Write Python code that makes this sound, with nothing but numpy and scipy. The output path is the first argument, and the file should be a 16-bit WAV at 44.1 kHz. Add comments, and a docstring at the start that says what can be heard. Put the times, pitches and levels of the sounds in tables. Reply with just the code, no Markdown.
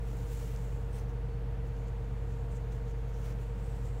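"""First comes the soft, grainy hiss of a curly wig being shaken out close by, over a steady room hum.
The hiss is fibres sliding on each other. The wig is let go, then tugged into place with the
fingertips, which rub with a narrow lisp near 7 kHz. A few strands snap with tiny ticks.
The hum is a slow fan and an appliance motor; a faint, thin whistle swells twice as the wig rests."""
import sys
import numpy as np
from scipy import signal
from scipy.fft import rfft, irfft
from scipy.io import wavfile

SR = 44100
rng = np.random.default_rng(int(sys.argv[2]) if len(sys.argv) > 2 else 0)


def digitize_waveform(pressure):
    """Quantize a signal to 16-bit integers and store it at the path in sys.argv[1].

    Rows of a 2-D input are taken as channels; values are limited to [-1, 1].
    """
    field = np.atleast_2d(pressure).T
    bounded = np.clip(field, -1, 1)
    quanta = np.round(bounded * 32767).astype(np.int16)
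    wavfile.write(sys.argv[1], SR, quanta)


N = 176400


def amp(db):
    """Turns decibels into a number to multiply a sound by."""
    return 10 ** (np.asarray(db) / 20)


def unit(x):
    """Scales a signal to an average strength (rms) of 1."""
    return x / np.sqrt(np.mean(x ** 2) + 1e-20)


def clock():
    """The time of every sample, in seconds."""
    return np.arange(N) / SR


def add(mix, start_s, sound):
    """Mixes a sound in at its start time."""
    part = mix[max(round(start_s * SR), 0):][:len(sound)]
    part += sound[:len(part)]


def colour(x, points):
    """Makes some frequencies louder than others; the result has strength 1."""
    hz, db = np.transpose(points)
    freqs = np.fft.rfftfreq(len(x), 1 / SR)
    gain = amp(np.interp(np.log(freqs + 1), np.log(hz), db))
    return unit(irfft(rfft(x) * gain, len(x)))


def drift(rate_hz):
    """A random wobble of strength 1, mostly slower than the given rate."""
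    freqs = np.fft.rfftfreq(N, 1 / SR)
    keep_slow = np.exp(-(freqs / rate_hz) ** 2) * (freqs > 0)
    return unit(irfft(rfft(rng.standard_normal(N)) * keep_slow, N))


def resonate(x, hz, width_hz):
    """Keeps a band around one pitch, which may glide; the result has strength 1."""
    spin = np.exp(2j * np.pi * np.cumsum(hz * np.ones(len(x))) / SR)
    pole = np.exp(-np.pi * width_hz / SR)
    # Slide the band down to 0 Hz, smooth it, then slide it back up.
    smoothed = signal.lfilter([1], [1, -2 * pole, pole * pole], x / spin)
    return unit((spin * smoothed).real)


def friction(grains_per_s=3500, spread_db=3.5, grain_share=.55, flutter_db=.65):
    """Countless fibres slip: tiny clicks of uneven size in a fluttering hiss."""
    sizes = amp(spread_db * np.minimum(rng.exponential(1, N), 5))
    grains = sizes * rng.choice([-1, 1], N) * (rng.random(N) < grains_per_s / SR)
    hiss = np.sqrt(1 - grain_share) * rng.standard_normal(N)
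    flutter = amp(flutter_db * drift(rate_hz=50))
    return (np.sqrt(grain_share) * unit(grains) + hiss) * flutter


# The tone colour of sliding curls. Each row: frequency in Hz, relative level in dB.
CURL_COLOUR = [(600, 4), (2000, 9.5), (3200, 6), (4900, 3), (6000, 5.5), (7200, 1.5), (9000, 3),
               (11000, 0.5), (13000, 1), (15500, 3)]
# How loud the shake is. Each row: time in seconds, level in dB.
SHAKE_LEVELS = [(0, -73), (.04, -67.5), (.12, -63), (.27, -63), (.33, -59.5), (.44, -59), (.55, -62),
                (.6, -68), (.72, -69), (.88, -78), (1.15, -85)]

def shaking():
    """The whole mass of curls slides over itself, then settles."""
    level_db = np.interp(clock(), *np.transpose(SHAKE_LEVELS))
    return amp(level_db) * colour(friction(), CURL_COLOUR)


def tone(hz, db, wander_hz):
    """A machine tone whose pitch wanders a little."""
    cycles = np.cumsum(hz + wander_hz * drift(rate_hz=2.75)) / SR + rng.random()
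    return np.sqrt(2) * amp(db) * np.sin(2 * np.pi * cycles)


# The rush of air in the room. Each row: frequency in Hz, relative level in dB.
AIR_COLOUR = [(15, -19), (40, -17), (65, -1), (85, 1.5), (110, -8.5), (140, -4), (160, -2.5), (190, -8.5),
              (235, -18.5), (275, -13), (370, -18), (480, -15.5), (600, -19), (760, -19.5), (1000, -25),
              (1500, -27.5), (2800, -35.5), (5000, -46), (7000, -48.5), (10000, -52), (15500, -55)]
# The fan's tones. Each row: vibrations per turn of the fan, level in dB.
FAN_TONES = [(2, -62), (3, -64), (5, -36.6), (6, -62), (7, -57), (8, -52), (9, -61.5), (10, -56)]

def fan(turns_per_s=10.125):
    """Air rushes, and five blades make the strongest tone at five beats per turn."""
    air = amp(-45) * colour(rng.standard_normal(N), AIR_COLOUR)
    return air + sum(tone(per_turn * turns_per_s, db, wander_hz=.03) for per_turn, db in FAN_TONES)


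# Mains hum and motor tones. Each row: pitch in Hz, level in dB, pitch wander in Hz.
HUM_TONES = [(119.8, -42, 0.049), (129.2, -53, .05), (195.9, -58, 0.34), (289, -67.5, 1.59),
             (301, -72.5, 0.27), (865, -73.5, 1.7), (928, -66.5, 2.1)]

def motor(whine_hz=462.8, whine_db=-52, turns_per_s=17.25):
    """An appliance hums, and its motor's whine wobbles in loudness and pitch with each turn."""
    throb = np.cos(2 * np.pi * (turns_per_s * clock() + rng.random()))
    whine = (1 + .43 * throb) * np.sin(2 * np.pi * whine_hz * clock() + .82 * throb)
    return amp(whine_db) * unit(whine) + sum(tone(*row) for row in HUM_TONES)


# Fingertips sliding. Each row: time in seconds, lisp level in dB, lisp pitch in Hz.
RUB_PATH = [(0, -81, 7150), (.13, -69.5, 7140), (.26, -70, 7300), (.34, -64.5, 7200), (.55, -70.5, 7240),
            (.65, -67.5, 7300), (.88, -77.5, 7200), (1.2, -85, 7000), (1.6, -90, 7000), (1.8, -75, 6800),
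            (1.97, -82, 7000), (2.36, -76, 7300), (2.47, -79, 7200), (2.65, -79, 6700), (2.81, -81, 6800),
            (3.08, -77, 6800), (3.24, -73, 6700), (3.36, -85, 7000), (3.43, -72, 7300), (3.53, -77, 7460),
            (3.67, -71.5, 7800), (4, -73, 7560)]

def rubbing(curls_db=-1):
    """Fingertips creep through the hair with a lisp and stir the curls beside them."""
    times, db, hz = np.transpose(RUB_PATH)
    lisp = resonate(friction(), np.interp(clock(), times, hz), width_hz=1850)
    curls = amp(curls_db) * colour(friction(), CURL_COLOUR)
    return amp(np.interp(clock(), times, db)) * (lisp + curls)


# Snapping strands. Each row: start in seconds, level in dB, pitch in Hz.
STRAND_SNAPS = [(.169, -48, 8200), (0.5624, -40, 5800), (.5881, -52, 5800), (.999, -47, 6040),
                (1.767, -51, 5750), (1.883, -49, 7000), (2.045, -54, 6500), (2.912, -52, 6500),
                (3.143, -51, 5750), (3.325, -49, 5800)]

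def ticks(click_s=.0002, ring_s=.002, echo_s=.0008, echo_db=-7):
    """A strand snaps free: a very short click, a faint ring and one close echo."""
    out, t = np.zeros(N), np.arange(SR // 20) / SR
    fade = np.exp(-t / click_s) + .12 * np.exp(-t / ring_s)
    for start, db, hz in STRAND_SNAPS:
        click = np.sin(2 * np.pi * hz * t) * fade
        add(out, start, amp(db) * click)
        add(out, start + echo_s, amp(db + echo_db) * click)
    return out


# Single strokes of the hands. Each row: middle in seconds, length in seconds, curl level in dB,
# extra curl brightness in dB per octave, lisp level in dB, lisp pitch in Hz.
HAND_STROKES = [(.33, 0.044, -62, 4, -71, 7450), (.42, 0.057, -63, -1, -72, 7000),
                (0.954, 0.054, -70, -2, -66, 8350), (0.981, 0.073, -60.5, -2, -71, 6300),
                (1.098, .025, -73, 2, -72, 5900), (1.675, .03, -71, 1, -75, 7000),
                (1.883, .02, -73, -3, -72, 7040), (2.32, .05, -72, -3, -74, 6300),
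                (2.523, 0.028, -68, -2, -69, 7700), (2.565, 0.023, -69, 0, -63.5, 7100),
                (2.722, 0.018, -61, -4, -69, 6540), (2.757, .045, -70, 0, -75, 7000),
                (2.895, .05, -66, -3, -72.5, 6740), (3.09, 0.023, -72, 4, -79, 5800),
                (3.156, 0.037, -71, -4, -74, 5900), (3.235, 0.11, -68.5, 0, -76, 6000),
                (3.282, 0.076, -60, -3, -70, 6800), (3.415, .07, -68.5, 0, -81, 7000),
                (3.72, 0.28, -71, -1, -78, 5250), (3.867, 0.044, -67, -4, -66, 7200)]

def strokes():
    """Each tug or brush swells and fades, with its own mix of curls and finger lisp."""
    t, out = clock(), np.zeros(N)
    fibres, fingers = friction(), friction()
    for middle, length, curls_db, tilt_db, lisp_db, hz in HAND_STROKES:
        near = abs(t - middle) < 2 * length
        swell = np.exp(-2 * ((t[near] - middle) / length) ** 2)
        curls = colour(fibres[near], [(f, db + tilt_db * np.log2(f)) for f, db in CURL_COLOUR])
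        lisp = resonate(fingers[near], hz, width_hz=2200)
        out[near] += swell * (amp(curls_db) * curls + amp(lisp_db) * lisp)
    return out


# How loud the whistle is. Each row: time in seconds, level in dB.
WHISTLE_LEVELS = [(0, -86), (1.15, -86), (1.36, -81), (1.55, -88), (1.75, -81), (2.0, -86), (2.6, -85),
                  (4, -86)]

def whistle():
    """A thin, faint whistle in the room swells twice."""
    level_db = np.interp(clock(), *np.transpose(WHISTLE_LEVELS))
    return amp(level_db) * resonate(rng.standard_normal(N), hz=4456, width_hz=45)


def room(x, fade_s=.25, echo_db=-19):
    """A furnished room adds soft echoes that drop by 60 dB in the fade time."""
    t = np.arange(SR // 2) / SR
    tail = rng.standard_normal(len(t)) * amp(-60 * t / fade_s) * (t > .004)
    echoes = signal.fftconvolve(x, tail / np.linalg.norm(tail))[:N]
    return x + amp(echo_db) * echoes


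def scene():
    """The wig in front of the room's hum, in one channel."""
    background = fan() + motor() + whistle()
    wig = shaking() + rubbing() + strokes() + ticks()
    return (background + room(wig))[None]


def record(dry, cutoff_hz=15780):
    """Cuts away the very highest treble."""
    low_pass = signal.firwin(511, cutoff_hz, window=("kaiser", 9), fs=SR)
    return signal.oaconvolve(dry, low_pass[None], "same")


dry = scene()
out = record(dry)
digitize_waveform(out)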